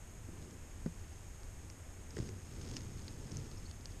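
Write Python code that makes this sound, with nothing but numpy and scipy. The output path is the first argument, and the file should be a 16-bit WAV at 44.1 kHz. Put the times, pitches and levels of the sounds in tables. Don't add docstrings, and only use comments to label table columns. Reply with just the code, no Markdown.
import sys
import numpy as np
from scipy import signal
from scipy.fft import next_fast_len
from scipy.io import wavfile

SR = 44100
rng = np.random.default_rng(int(sys.argv[2]) if len(sys.argv) > 2 else 0)


def to_wav(s):
    ch = np.atleast_2d(s).T
    pcm = np.round(np.clip(ch, -1, 1) * 32767)
    wavfile.write(sys.argv[1], SR, pcm.astype(np.int16))


N = 176400
TIME = np.arange(N) / SR


# (time [s], level [dB])
DRAG_LEVEL = [(0, -81), (.26, -69), (.295, -51), (.35, -56), (.44, -52.5), (.54, -56.5), (.65, -61),
              (1.4, -65), (2.1, -61.5), (2.2, -45.5), (2.3, -51.5), (2.44, -59), (2.53, -54), (2.57, -51),
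              (2.66, -48), (2.86, -53.5), (3.13, -54.5), (3.4, -49.5), (3.52, -54.5), (3.75, -61.5),
              (4, -56)]
# (frequency [Hz], relative spectral density [dB])
DRAG_SPECTRUM = [(30, -11.5), (70, -11), (105, -1.5), (160, -6.5), (210, -6.5), (290, -9), (420, -13),
                 (600, -26), (900, -34.5), (2200, -37.5), (4000, -71.5)]

def drag():
    slips = clicks(per_s=900, spread_db=1)
    return level(DRAG_LEVEL) * unit(colour(slips, DRAG_SPECTRUM))


# (time [s], level [dB])
BOOM_LEVEL = [(0, -59.5), (2.12, -72), (2.22, -46.5), (2.42, -59.5), (2.52, -50.5), (2.7, -50),
              (2.9, -47.5), (3.1, -54), (3.38, -45.5), (3.55, -58), (4, -61.5)]

def boom():
    force = rng.standard_normal(N)
    return level(BOOM_LEVEL) * unit(resonate(force, hz=101.5, width_hz=82))


# (time [s], level [dB])
CRACKLE_LEVEL = [(0, -103), (.4, -67.5), (.6, -78), (.88, -71), (2.08, -75.5), (2.19, -58.5), (2.4, -71),
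                 (2.55, -63), (2.64, -60), (2.77, -58.5), (2.87, -65.5), (3.05, -63), (3.2, -66.5),
                 (3.34, -59.5), (3.45, -63), (3.66, -67), (3.78, -71), (4, -67)]
# (frequency [Hz], relative spectral density [dB])
CRACKLE_SPECTRUM = [(300, -28), (900, -1.5), (2000, -2.5), (3300, -2.5), (4400, 0.5), (4800, 4.5),
                    (5400, 7), (5950, -5.5), (6500, 8), (7300, -5.5), (9000, -4.5), (11000, -31),
                    (15000, -36)]

def crackle(blades=12, total_per_s=900, decay_s=0.0012):
    t = TIME[:512]
    bursts = rng.standard_normal((blades, len(t))) * np.exp(-t / decay_s)
    grains = np.zeros(N)
    for burst in bursts:
        flicks = clicks(total_per_s / blades, spread_db=2.8)
        grains += signal.oaconvolve(flicks, unit(burst))[:N]
    return level(CRACKLE_LEVEL) * unit(colour(grains, CRACKLE_SPECTRUM))


# (time [s], ring gain [dB], ring
# frequency [Hz], decay time [s], crack gain [dB])
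SNAPS = [(0.5097, -55, 5200, 0.0006, -65), (.862, -57, 5200, .0007, -66), (1.433, -56, 5200, 0.00058, -57),
         (1.7004, -51.5, 5560, 0.0013, -56.5), (2.107, -51.5, 5000, 0.0009, -61),
         (2.1683, -62, 5100, 0.0023, -54), (2.181, -74, 5800, 0.0022, -52.5), (2.274, -57, 4900, .001, -61),
         (2.2895, -55.5, 5500, 0.0026, -56), (2.612, -61, 5240, 0.0022, -58),
         (2.673, -58, 5000, 0.0014, -66), (2.7139, -56, 5400, 0.0011, -52), (2.737, -59, 5130, 0.0018, -57),
         (2.766, -49, 4800, 0.0017, -61), (2.767, -39.5, 5070, .0015, -43.5),
         (2.7728, -51, 5350, .0015, -58), (2.807, -56, 5360, .0015, -56), (3.019, -58, 5200, 0.00087, -63),
         (3.0805, -50.5, 4900, 0.0027, -55), (3.319, -47.5, 5660, 0.001, -72),
         (3.3698, -40.5, 6140, 0.00088, -57), (3.515, -54.5, 4850, .001, -61),
         (3.712, -56, 4600, 0.0014, -52), (3.81, -60, 5300, .001, -60), (3.857, -41.5, 5300, 0.00068, -52),
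         (3.9185, -59, 4640, 0.00088, -65)]
# (frequency [Hz], relative spectral density [dB])
CRACK_SPECTRUM = [(200, 6), (900, 6), (2000, 8.5), (3500, 7.5), (5500, -0.5), (7000, 9.5), (9000, -1.5),
                  (11000, -16), (15000, -23)]

def snap(ring_db, ring_hz, decay_s, crack_db, scatter_db=-38, scatter_s=0.021):
    t = TIME[:2048]
    fade = np.exp(-t / decay_s) + amp(scatter_db) * np.exp(-t / scatter_s)
    ring_burst, crack_burst = rng.standard_normal((2, len(t))) * fade
    ring = unit(resonate(ring_burst, ring_hz, width_hz=1500))
    crack = unit(colour(crack_burst, CRACK_SPECTRUM))
    return 2 * rms(fade) * (amp(ring_db) * ring + amp(crack_db) * crack)


# (time [s], duration [s], start frequency [Hz], end frequency [Hz], level [dB])
SQUEAKS = [(3.568, 0.024, 5200, 5600, -63), (3.648, 0.026, 4250, 4600, -63.5)]

def squeak(length_s, start_hz, end_hz, db):
    progress = np.linspace(0, 1, round(length_s * SR))
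    glide_hz = start_hz + (end_hz - start_hz) * progress
    tone = resonate(rng.standard_normal(len(progress)), glide_hz, width_hz=530)
    return amp(db) * unit(tone * np.sin(np.pi * progress))


# (time [s], thud gain [dB], contact time [s], stem frequency [Hz], stem level [dB], tick gain [dB])
KNOCKS = [(.293, -48, .002, 300, -44.5, -75), (0.8612, -30.5, 0.00085, 232, -32, -48),
          (0.8671, -36, 0.00068, 401, -41, -54), (2.1688, -48, 0.00057, 422, -36, -43.5),
          (2.1866, -37, 0.0013, 352, -33.5, -48), (2.201, -34, 0.0019, 127, -28, -68),
          (2.2933, -47, 0.0012, 360, -39.5, -60)]
# (frequency [Hz], relative level [dB], time to fall 60 dB [s])
CAMERA_MODES = [(121, -18.5, 0.15), (166.3, -5, 0.14), (226, -0.5, 0.057), (343, -22.5, 0.11),
                (506, -7.5, 0.026), (865, -18, 0.035)]
# (frequency [Hz], relative spectral density [dB])
TICK_SPECTRUM = [(300, -26), (900, -7), (1400, 1), (1950, 7), (2800, -13), (4000, -20), (9000, -37)]

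def knock(thud_db, contact_s, stem_hz, stem_db, tick_db, stem_t60_s=0.043, tick_decay_s=0.0013):
    t = TIME[:8192]
    modes = sum(amp(db - 60 * t / t60) * np.cos(2 * np.pi * hz * t) for hz, db, t60 in CAMERA_MODES)
    force = t * np.exp(-2 * t / contact_s)
    thud = signal.fftconvolve(modes, force / force.sum())[:len(t)]
    stem = amp(-60 * t / stem_t60_s) * np.sin(2 * np.pi * stem_hz * t)
    fade = np.exp(-t / tick_decay_s)
    burst = rng.standard_normal(len(t)) * fade
    tick = rms(fade) * unit(colour(burst, TICK_SPECTRUM))
    return amp(thud_db) * thud + amp(stem_db) * stem + amp(tick_db) * tick


# (frequency [Hz], relative spectral density [dB])
RUMBLE_SPECTRUM = [(12, -5), (25, -2.5), (36, 4), (52, -8), (76, 0.5), (100, -2.5), (120, -16.5),
                   (170, -16), (300, -21), (500, -25.5), (900, -36), (2000, -59)]
# (frequency [Hz], relative spectral density [dB])
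HISS_SPECTRUM = [(100, -4.5), (800, 1), (1200, -1.5), (1900, -2), (2600, -4.5), (3900, -11), (4600, -12.5),
                 (5400, -8), (5900, -11), (6200, -5.5), (6480, 4), (7100, -3.5), (7600, -4), (8500, -5),
                 (9400, -9), (10400, -15), (12100, -12), (13500, -21.5), (14600, -34)]

def background(rumble_db=-50, hiss_db=-60.5):
    low, high = rng.standard_normal((2, N))
    rumble = amp(rumble_db) * unit(colour(low, RUMBLE_SPECTRUM))
    hiss = amp(hiss_db) * unit(colour(high, HISS_SPECTRUM))
    return rumble + hiss


def amp(db):
    return 10 ** (np.asarray(db) / 20)


def rms(x):
    return np.sqrt(np.mean(x ** 2) + 1e-20)


def unit(x):
    return x / rms(x)


def level(points):
    return amp(np.interp(TIME, *np.transpose(points)))


def colour(x, points):
    size = 2 * next_fast_len(len(x))
    point_hz, db = np.transpose(points)
    hz = abs(np.fft.fftfreq(size, 1 / SR))
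    log_gain = np.log(amp(np.interp(np.log(hz + 1), np.log(point_hz + 1), db)))
    response = np.exp(np.conj(signal.hilbert(log_gain)))
    return np.fft.ifft(np.fft.fft(x, size) * response).real[:len(x)]


def resonate(x, hz, width_hz):
    carrier = np.exp(2j * np.pi * np.cumsum(hz * np.ones(len(x))) / SR)
    pole = np.exp(-np.pi * width_hz / SR)
    baseband = signal.lfilter([(1 - pole) ** 2], [1, -2 * pole, pole * pole], x / carrier)
    return (carrier * baseband).real


def clicks(per_s, spread_db):
    size = amp(spread_db * np.minimum(rng.exponential(1, N), 4))
    return size * rng.choice([-1, 1], N) * (rng.random(N) < per_s / SR)


def scene():
    mix = background() + drag() + boom() + crackle()
    for source, table in (snap, SNAPS), (squeak, SQUEAKS), (knock, KNOCKS):
        for start_s, *settings in table:
            sound = source(*settings)
            span = mix[round(start_s * SR):][:len(sound)]
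            span += sound[:len(span)]
    return mix[None]


def record(dry, cutoff_hz=14500):
    lowpass = signal.firwin(511, cutoff_hz, window=("kaiser", 9), fs=SR)
    return signal.oaconvolve(dry, lowpass[None], "same")


dry = scene()
out = record(dry)
to_wav(out)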